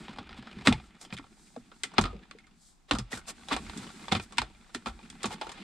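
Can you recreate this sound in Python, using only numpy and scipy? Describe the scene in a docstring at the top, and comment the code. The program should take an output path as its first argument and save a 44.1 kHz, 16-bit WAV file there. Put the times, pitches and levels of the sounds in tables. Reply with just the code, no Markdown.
"""A plastic trim piece is worked loose from a car's centre console by hand, close up in the closed cabin.
Clips snap and edges tick, ringing the panel; freed parts chatter against their seats.
The hollow console knocks and sets the cabin air booming, and the piece scrapes in short stick-slip runs.
Hand and sleeve rub over the plastic in between; the upholstered cabin adds only a short tail."""
import sys
import numpy as np
from scipy import signal
from scipy.fft import rfft, irfft
from scipy.io import wavfile
from scipy.ndimage import uniform_filter1d

SR = 44100
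rng = np.random.default_rng(int(sys.argv[2]) if len(sys.argv) > 2 else 0)


def master_out(mix):
    """Clip the mix to full scale and print it as 16-bit PCM to the path in sys.argv[1]."""
    frames = np.transpose(np.atleast_2d(mix))
    ceiling = np.clip(frames, -1, 1)
    pcm = np.round(ceiling * 32767).astype(np.int16)
    wavfile.write(sys.argv[1], SR, pcm)


N = 248503
TIME = np.arange(N) / SR
AGE = TIME[:SR // 2]  # seconds since the start of one hit

# ring of the trim panel: f/Hz, nominal width/Hz, weight/dB (applied at half)
PANEL_MODES = [(784, 78, 2.5), (905, 91, -11.5), (1118, 45, -14.5), (1346, 13, -14), (1824, 23, -12),
               (2104, 51, -14.5), (2432, 45, -6.5), (3085, 32, -9.5), (3394, 42, -14), (3470, 75, -5.5),
               (3780, 97, -12.5), (4100, 67, -11), (4230, 42, -24), (4460, 52, -14), (4940, 64, -3),
               (6800, 71, -20.5), (7200, 44, -26.5), (7640, 27, -13.5), (8430, 160, -18)]
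# tone of the plastic: f/Hz, level/dB
PLASTIC_EQ = [(180, -22.5), (300, 1.5), (391, -4.5), (573, -13.5), (798, -16.5), (1010, -13), (1380, -8),
              (1630, -13), (2120, -15), (2640, -16), (3610, -18.5), (6040, -27), (8280, -25.5),
              (10300, -39.5), (15800, -60.5)]
# tone of the cabin's air bed: f/Hz, level/dB
CABIN_EQ = [(12, -40), (20, 6), (55, -2.5), (113, -14.5), (182, -4), (570, -23.5), (775, -16.5),
            (2120, -26), (7440, -29.5), (15800, -50.5)]
# tone of skin and cloth: f/Hz, level/dB
CLOTH_EQ = [(59, -39.5), (100, -7), (224, 10), (500, -14.5), (619, -11), (925, -16), (1030, -29),
            (1270, -10.5), (1860, -11.5), (2560, -9.5), (3510, -15.5), (5970, -28.5), (8030, -22.5),
            (14500, -48), (15800, -60.5)]
# hand sliding over the plastic: t/s, level/dB, treble level/dB
RUB_LEVELS = [(0.0, -50.5, -58.5), (0.3, -55.5, -84), (0.61, -52, -65.5), (0.92, -63, -76),
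              (1.46, -67.5, -65), (1.79, -66, -75), (1.99, -51, -85), (2.16, -61.5, -77),
              (2.51, -70.5, -79.5), (2.92, -84, -80.5), (3.07, -61.5, -80), (3.42, -59.5, -60.5),
              (3.65, -49, -54.5), (4.08, -54.5, -57), (4.23, -64.5, -63.5), (4.37, -58, -70),
              (4.58, -64.5, -68), (5.33, -57, -64), (5.43, -56, -71), (5.63, -56, -63)]
# sleeve brushing past: middle t/s, level/dB, half length/s
SLEEVE_SWISHES = [(.85, -72.5, .03), (1.46, -73, .08), (1.79, -72, .05), (2.666, -64.5, .05)]
# an edge dragging over its seat: middle t/s, level/dB, half length/s, treble re mids/dB
EDGE_SCRAPES = [(.09, -49, 0.0087, -27), (0.381, -50, 0.012, -12), (.665, -29.5, 0.0084, -10),
                (1.029, -54.5, .017, 4), (1.138, -44, 0.0096, -4), (1.98, -43, 0.0094, -20),
                (2.099, -59.5, 0.042, -12), (2.896, -52, .008, -8.5), (3.136, -39, 0.013, -4),
                (3.172, -44, 0.019, -0.5), (3.295, -41, .012, 1), (3.531, -29, 0.014, -14),
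                (3.827, -47.5, 0.029, -7), (4.032, -50.5, .025, -10), (4.121, -23.5, 0.0034, -18),
                (4.17, -36.5, 0.0096, -11.5), (4.23, -54, 0.015, 2.5), (4.385, -30, .0013, -21),
                (4.751, -49, .0065, -1), (4.885, -45, 0.015, -9), (5.226, -50, 0.014, -10),
                (5.323, -41, 0.017, -7), (5.45, -51.5, 0.028, -8), (5.589, -50, 0.037, -25)]
# clips and edges snapping: t/s, level/dB, body re mids/dB, treble re mids/dB, ring f/Hz, crack/dB
CLIP_SNAPS = [(0.082, -38, -0.5, -30, 826, 10), (.185, -36.5, 3, -19, 815, -3),
              (.2918, -42.5, -9, -20, 760, 9), (.3282, -43, -21.5, -20.5, 1262, 9),
              (.4708, -42.5, 3, -18, 1550, -2), (0.6713, -12.5, -2.5, -11.5, 1360, -3),
              (0.6722, -13.5, -6, -21, 1860, 4), (.6784, -27, 0, -5.5, 785, -14),
              (0.7253, -21.5, -6, -14, 2170, 9), (.7994, -46.5, 0, -27, 750, 14),
              (1.0123, -49.5, -2.5, 6.5, 784, -13), (1.0498, -45.5, -1.5, -6, 3140, 2),
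              (1.104, -47, -9, -27, 795, -14), (1.1259, -33.5, -5, -31, 2430, 10),
              (1.1677, -41.5, -22, -10, 3150, 8), (1.176, -39.5, -22, -11, 2250, 19),
              (1.1856, -38.5, -27, -12, 2100, 12), (1.196, -53, 11, -20, 1140, 7),
              (1.241, -54.5, 6, -22, 810, 0), (1.563, -48, 5.5, -9.5, 680, 8),
              (1.716, -50.5, 2, -23, 1440, -16), (1.8343, -25.5, -9.5, -2.5, 2040, 1),
              (1.938, -53.5, 11, -2, 1170, -5), (1.9821, -12.5, -1.5, -24, 1050, 12),
              (1.9881, -23.5, 5, -11.5, 908, 6), (2.0121, -33.5, -9, 0.5, 700, -3),
              (2.0391, -27.5, -4, -15, 1240, 14), (2.0545, -31.5, 0.5, -16.5, 1270, -4),
              (2.2343, -57.5, -5, -24, 1830, -3), (2.3109, -40, -9, -13, 1170, 12),
              (2.386, -50.5, -14, -9, 2190, 5), (2.4682, -57, -9, -6, 1220, -4),
              (2.9107, -15.5, -2.5, -17, 1120, 1.5), (2.9339, -34.5, 3, -5.5, 740, -2),
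              (2.9502, -33, 1.5, -8.5, 1220, -13), (2.9855, -33, -6, -1, 5100, 6),
              (2.9924, -39.5, 0, -10, 1220, 0), (3.1309, -39.5, 5.5, -7, 1840, 6),
              (3.4851, -34.5, -2, -8.5, 3970, -7), (3.5141, -42.5, 17.5, -18, 990, -12),
              (3.5277, -24.5, -6, -14, 950, 6), (3.564, -29.5, 1, -7.5, 820, 5.5),
              (3.6967, -37, -2.5, -22, 1000, 26), (3.7742, -43.5, -13, 2.5, 3460, -13),
              (4.0821, -33, 0.5, -18, 945, -2), (4.1218, -21.5, -2.5, -9, 760, -6),
              (4.1496, -24, -2.5, -15, 1250, -9), (4.1978, -33.5, .5, -15, 2460, 3),
              (4.3228, -45.5, -1, -3.5, 1080, -12), (4.3714, -41, -16, -7, 920, -17),
              (4.3823, -17, -15.5, -10.5, 940, 8.5), (4.4172, -28, 2.5, -11, 767, 8),
              (4.747, -28, -2.5, -7.5, 1737, 0), (4.859, -32, 3.5, -14.5, 1340, -12),
              (4.869, -33, 2.5, -13, 780, -23), (4.9905, -48, -2, -19, 884, 7),
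              (5.1005, -43.5, -12, 1, 3300, 6), (5.2308, -33.5, -6, 0, 3530, -6),
              (5.2418, -26, 2, -24, 1120, -9), (5.256, -29.5, -0.5, -4, 910, -19),
              (5.4125, -32, 1, -12, 850, -27), (5.468, -42.5, 6.5, -12, 766, -3),
              (5.4921, -38.5, -2.5, -10, 920, -27), (5.5168, -42, -6, -2.5, 1120, -4)]
# blows to the console: t/s, level/dB, f/Hz, boom send/dB, deep sway send/dB
CONSOLE_KNOCKS = [(.093, -39, 222, -12, -19), (.186, -41, 242, -4, -30), (.388, -39.5, 227, -9.5, -25),
                  (.569, -35.5, 200, -13, -31), (.671, -22.5, 264, -4, -25), (.685, -13, 239, -14, -19),
                  (.745, -36.5, 145, -8, -14), (1.126, -36, 195, -5.5, -16), (1.192, -43, 276, -12, -24),
                  (1.572, -40.5, 249, -16.5, -36), (1.986, -20.5, 226, -6.5, -9),
                  (2.008, -29, 193, -7, -14), (2.049, -38, 250, -1.5, 0.5), (2.15, -40.5, 196, -15, -30),
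                  (2.913, -26, 293, -9, -5.5), (2.94, -29.5, 225, -15, -10), (2.986, -32.5, 214, -2, -16),
                  (3.134, -37.5, 235, -8.5, -15), (3.522, -28.5, 278, -27, -11),
                  (3.786, -44.5, 230, -6, -24), (4.122, -24, 199, -7, -34), (4.166, -30.5, 222, -10, -19),
                  (4.387, -38.5, 235, -2, -2.5), (4.752, -36.5, 262, -19, -22),
                  (4.867, -35.5, 234, -14, -5), (5.241, -37.5, 363, -3.5, -34), (5.253, -30, 217, -33, -21),
                  (5.344, -41.5, 198, -25, -29)]
# low modes of the cabin air, two of deep sway and then three of boom: nominal f/Hz, t60/s, level/dB
AIR_MODES = [(44.8, 0.24, -4), (65.4, 0.17, 2.5), (83, 0.05, -4.5), (111.7, 0.12, -4), (145, 0.089, -9.5)]
# loose parts buzzing: t/s, level/dB, f/Hz, t60 of the buzz/s
LOOSE_PARTS = [(0.708, -41, 1240, 0.028), (.717, -31, 878, 0.066), (.754, -54, 1180, 0.21),
               (1.563, -41.5, 650, .021), (1.566, -43, 466, 0.027), (1.984, -29, 1040, 0.017),
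               (2.039, -39, 1250, 0.24), (2.042, -46.5, 743, 0.33), (2.129, -46.5, 464, 0.17),
               (2.345, -50.5, 452, 0.094), (2.44, -61, 2125, .02), (2.915, -40, 1147, 0.042),
               (2.935, -49, 1270, .15), (3.129, -34.5, 1920, 0.016), (3.17, -44.5, 1480, .13),
               (3.511, -30.5, 1157, 0.09), (4.12, -28.5, 747, 0.044), (4.383, -29, 980, 0.041),
               (4.755, -42, 380, 0.05), (4.864, -43, 780, 0.021), (5.305, -40.5, 857, 0.14),
               (5.414, -39, 878, 0.21)]
# width between the two microphone ports: f/Hz, side re mid/dB
WIDTH_EQ = [(30, -10), (130, -19.5), (300, -18), (600, -6), (2500, -7.5), (5000, -6), (8000, 1)]
# the stereo image starts narrow and opens: t/s, side level/dB
IMAGE_OPENING = [(0, -41.5), (.2, -35), (.4, -17), (.7, -8.5), (1.3, -1.5), (2, -0.5)]


def undb(db):
    """Decibels to gain."""
    return 10 ** (np.asarray(db) / 20)


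def rms(x):
    """Average level, as root mean square."""
    return np.sqrt(np.mean(x ** 2))


def crest(x, size=176):
    """Level of the loudest few milliseconds."""
    return np.sqrt(uniform_filter1d(x ** 2, size, mode="constant").max())


def band(x, lo_hz, hi_hz, order=3):
    """Causal band-pass."""
    sos = signal.butter(order, [lo_hz, min(hi_hz, .45 * SR)], "band", fs=SR, output="sos")
    return signal.sosfilt(sos, x)


def response(points, size=2048):
    """Minimum-phase impulse response of an EQ curve of f/Hz, level/dB points."""
    hz, db = np.transpose(points)
    grid = np.maximum(np.fft.rfftfreq(size, 1 / SR), 1)
    curve_db = np.interp(np.log(grid), np.log(hz), db)
    cepstrum = irfft(np.log(undb(curve_db)))
    cepstrum[1:size // 2] *= 2
    cepstrum[size // 2 + 1:] = 0
    return irfft(np.exp(rfft(cepstrum)))


def through(x, impulse):
    """Pass a sound through an impulse response."""
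    impulse = np.broadcast_to(impulse, x.shape[:-1] + impulse.shape)
    return signal.fftconvolve(x, impulse, axes=-1)[..., :x.shape[-1]]


def fade(t60):
    """Exponential decay, 60 dB down after t60 seconds."""
    return np.exp(-np.log(1000) * AGE / t60)


def swell(time, middle_s, half_s):
    """A bell-shaped rise and fall."""
    return np.exp(-.5 * ((time - middle_s) / half_s) ** 2)


def wobble(rate_hz):
    """Smooth random modulation: held steps, slewed twice."""
    hold = int(SR / rate_hz)
    steps = np.repeat(rng.standard_normal(N // hold + 1), hold)
    smooth = uniform_filter1d(uniform_filter1d(steps, hold), hold)[:N]
    return smooth / rms(smooth)


def add(out, s, x):
    """Mix a sound in at time s."""
    i = max(int(s * SR), 0)
    out[..., i:i + x.shape[-1]] += x[..., :N - i]


def resonate(x, hz, width_hz):
    """Ring one damped mode."""
    b, a = signal.iirpeak(min(hz, .45 * SR), hz / width_hz, fs=SR)
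    return signal.lfilter(b, a, x)


def accent(x, hz, ring_db):
    """The touched part's own mode stands out of the sound; high modes die sooner."""
    ring = resonate(x, hz, width_hz=70 + .008 * hz)
    return x + undb(ring_db) * .5 * ring / crest(ring[0])


def voiced(pair, body_db, treble_db):
    """Where and how hard the contact is sets the balance of body, mids and treble."""
    parts = band(pair, 440, 1896), band(pair, 1560, 5000), band(pair, 5090, 13000)
    return sum(undb(db) * part / crest(part[0]) for part, db in zip(parts, (body_db, 0, treble_db)))


def trim_panel(ring_db=5, damping=.95):
    """The trim's impulse response: a direct crack and its damped modes."""
    impulse = signal.unit_impulse(len(AGE))
    for hz, width_hz, db in PANEL_MODES:
        loss = np.pi * width_hz * damping
        mode = np.exp(-loss * AGE) * np.cos(2 * np.pi * hz * AGE)
        impulse += undb(ring_db + db / 2) * 2 * loss / SR * mode
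    return through(impulse, response(PLASTIC_EQ))[:SR // 8]


def cabin_air(level_db=-65.5, side_db=-2):
    """The faint steady air bed of the parked car, coming from all around."""
    mid, side = through(rng.standard_normal((2, N)), response(CABIN_EQ))
    side = undb(side_db) * side
    return undb(level_db) * np.array([mid + side, mid - side]) / rms(mid)


def hand_rub(trim, panel_db=-5, grain_db=2, flutter_db=.8, shift_db=1.5, shake_db=3.5, lurch_db=5.5):
    """Skin and cloth slide in fine grains that ring the panel; harder rubbing shakes the console more."""
    times, *levels = np.transpose(RUB_LEVELS)
    level_db, treble_db = (np.interp(TIME, times, db) for db in levels)
    grains = rng.standard_normal((2, N))
    grains *= undb(grain_db * rng.standard_normal(N) + flutter_db * wobble(70))
    cloth, ring = through(grains, response(CLOTH_EQ)), through(grains, trim)
    friction = cloth / rms(cloth) + undb(panel_db) * ring / rms(ring)
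    # six bands waver separately, so the colour keeps shifting
    edges_hz = np.geomspace(450, 5500, num=7)
    slide = sum((-1) ** k * band(friction, *edges_hz[k:k + 2], order=2) * undb(shift_db * wobble(45))
                for k in range(6))
    sleeve = sum(undb(db) * swell(TIME, middle_s, half_s) for middle_s, db, half_s in SLEEVE_SWISHES)
    layers = [(slide, undb(level_db - 3)),
              (band(friction, 100, 420), undb(level_db + 1 + shake_db * wobble(35))),  # rumble
              (band(friction, 5100, 15000), undb(treble_db - 4.5) + sleeve),  # hiss
              (band(grains, 30, 83), undb(level_db - 7 + lurch_db * wobble(14)))]  # sway
    return sum(gain * layer / rms(layer[0]) for layer, gain in layers)


def finger_ticks(trim, count=170, spread_db=1.5, t60=.03):
    """Sliding fingers nudge seams and buttons; each tiny tick has its own pitch and rides the rub level."""
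    out = np.zeros((2, N))
    rub_s, rub_db, _ = np.transpose(RUB_LEVELS)
    for when, pitch, size in rng.random((count, 3)):
        s, hz = when * N / SR, 700 * 4.5 ** pitch
        db = np.interp(s, rub_s, rub_db) + spread_db * (2 * size - 1)
        force = rng.standard_normal((2, len(AGE))) * fade(t60)
        tick = voiced(through(force[:, :SR // 16], trim), body_db=0, treble_db=-13)
        add(out, s, undb(db) * accent(tick, hz, ring_db=4))
    return out


def edge_scrapes(trim, slips_per_s=600, spread_db=5, hiss=.41, catch_db=2, sizzle_db=2):
    """A run of tiny slips swells and dies as the edge drags, catching and letting go on the way."""
    out = np.zeros((2, N))
    for middle_s, db, half_s, treble_db in EDGE_SCRAPES:
        size, noise = rng.standard_normal((2, 2, len(AGE)))
        slipping = rng.random(len(AGE)) < slips_per_s / SR
        slips = slipping * np.sign(size) * undb(spread_db * np.abs(size))
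        lead_s = np.pi * half_s
        pressure = swell(AGE, lead_s, half_s) * undb(catch_db * wobble(300)[:len(AGE)])
        scrape = through((slips + hiss * noise) * pressure, trim)
        add(out, middle_s - lead_s, undb(db) * voiced(scrape, body_db=-2, treble_db=treble_db))
    # slips are shorter than snaps, so they reach higher
    return out + undb(sizzle_db) * band(out, 10500, 18000, order=2)


def clip_snaps(trim, gain_db=-4, grit_db=3, tail_db=-20, sizzle_db=-4):
    """Each snap cracks and sets off dense, fast-dying plastic modes; the cabin returns a faint tail."""
    out = np.zeros((2, N))
    for s, db, body_db, treble_db, hz, crack_db in CLIP_SNAPS:
        dense, grit, echo = rng.standard_normal((3, 2, len(AGE)))
        envelope = fade(t60=.081) + undb(crack_db) * fade(t60=.015)
        burst = dense * undb(grit_db * np.tanh(grit)) * envelope
        tail = undb(tail_db) * echo * fade(t60=.27)
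        snap = voiced(through(burst + tail, trim), body_db, treble_db)
        ring_db = -8 - .2 * db  # a hard snap is mostly crack, a light one has more of the part's ring
        add(out, s, undb(db + gain_db) * accent(snap, hz, ring_db))
    return out + undb(sizzle_db) * band(out, 14000, 15000, order=2)


def console_knocks(rise_s=.0028, shake_db=-18, air_db=-2, rebound_s=.024, rebound_pitch=.92):
    """The hollow console swings a few cycles, pushes the cabin air and rocks back, softer and lower."""
    out = np.zeros(N)
    for s, db, hz, boom_db, sway_db in CONSOLE_KNOCKS:
        blow = (s, hz, 0, air_db)
        rebound = (s + rebound_s, hz * rebound_pitch, -9, air_db - 3.5)
        for start_s, swing_hz, shell_db, push_db in (blow, rebound):
            swing = np.sin(2 * np.pi * swing_hz * AGE) * (1 - np.exp(-AGE / rise_s)) * fade(t60=.059)
            shake = band(rng.standard_normal(len(AGE)), 190, 380) * fade(t60=.17)
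            shell = swing / crest(swing) + undb(shake_db) * shake / crest(shake)
            boom = undb(boom_db) * cabin_boom(AIR_MODES[2:], swell_s=.014)
            sway = undb(sway_db) * cabin_boom(AIR_MODES[:2], swell_s=.15)
            add(out, start_s, undb(db) * (undb(shell_db) * shell + undb(push_db) * (boom + sway)))
    return out


def cabin_boom(modes, swell_s, detune=.11):
    """Low modes of the cabin air bloom late and linger, detuned at random on each hit."""
    ring = np.zeros(len(AGE))
    for k, (hz, t60, db) in enumerate(modes):
        detuned_hz = hz * (1 + detune * rng.standard_normal())
        ring += (-1) ** k * undb(db) * np.sin(2 * np.pi * detuned_hz * AGE) * fade(t60)
    ring *= 1 - np.exp(-AGE / swell_s)
    return ring / crest(ring)


def part_chatter(touch_db=-21):
    """A freed part buzzes against its seat, ever more lightly, and rings in one mode."""
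    out = np.zeros((2, N))
    for s, db, hz, t60 in LOOSE_PARTS:
        force = rng.standard_normal((2, len(AGE))) * fade(t60)
        ring = band(resonate(force, hz, width_hz=60), hz / 1.7, hz * 1.1, order=1)
        touch = band(force, hz / 2, hz * 2, order=2)
        add(out, s, undb(db) * (ring / crest(ring[0]) + undb(touch_db) * touch / crest(touch[0])))
    return out


def to_stereo(pair):
    """Mid and side to left and right; the microphone ports differ mostly in the treble."""
    side = through(pair[1], response(WIDTH_EQ))
    return np.array([pair[0] + side, pair[0] - side])


def scene(right_db=.66):
    """The action sits straight ahead over the air bed, the plastic a touch to the right."""
    trim = trim_panel()
    plastic = clip_snaps(trim) + edge_scrapes(trim) + part_chatter() + finger_ticks(trim)
    pan = undb([[-right_db / 2], [right_db / 2]])
    return pan * to_stereo(plastic) + console_knocks() + to_stereo(hand_rub(trim)) + cabin_air()


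def record(dry, top_hz=15800):
    """The image opens from near mono over the first two seconds; a steep low-pass cuts the top."""
    mid, side = (dry[0] + dry[1]) / 2, (dry[0] - dry[1]) / 2
    side *= undb(np.interp(TIME, *np.transpose(IMAGE_OPENING)))
    low_pass = signal.ellip(10, .2, 80, top_hz, fs=SR, output="sos")
    return signal.sosfilt(low_pass, [mid + side, mid - side])


dry = scene()
out = record(dry)
master_out(out)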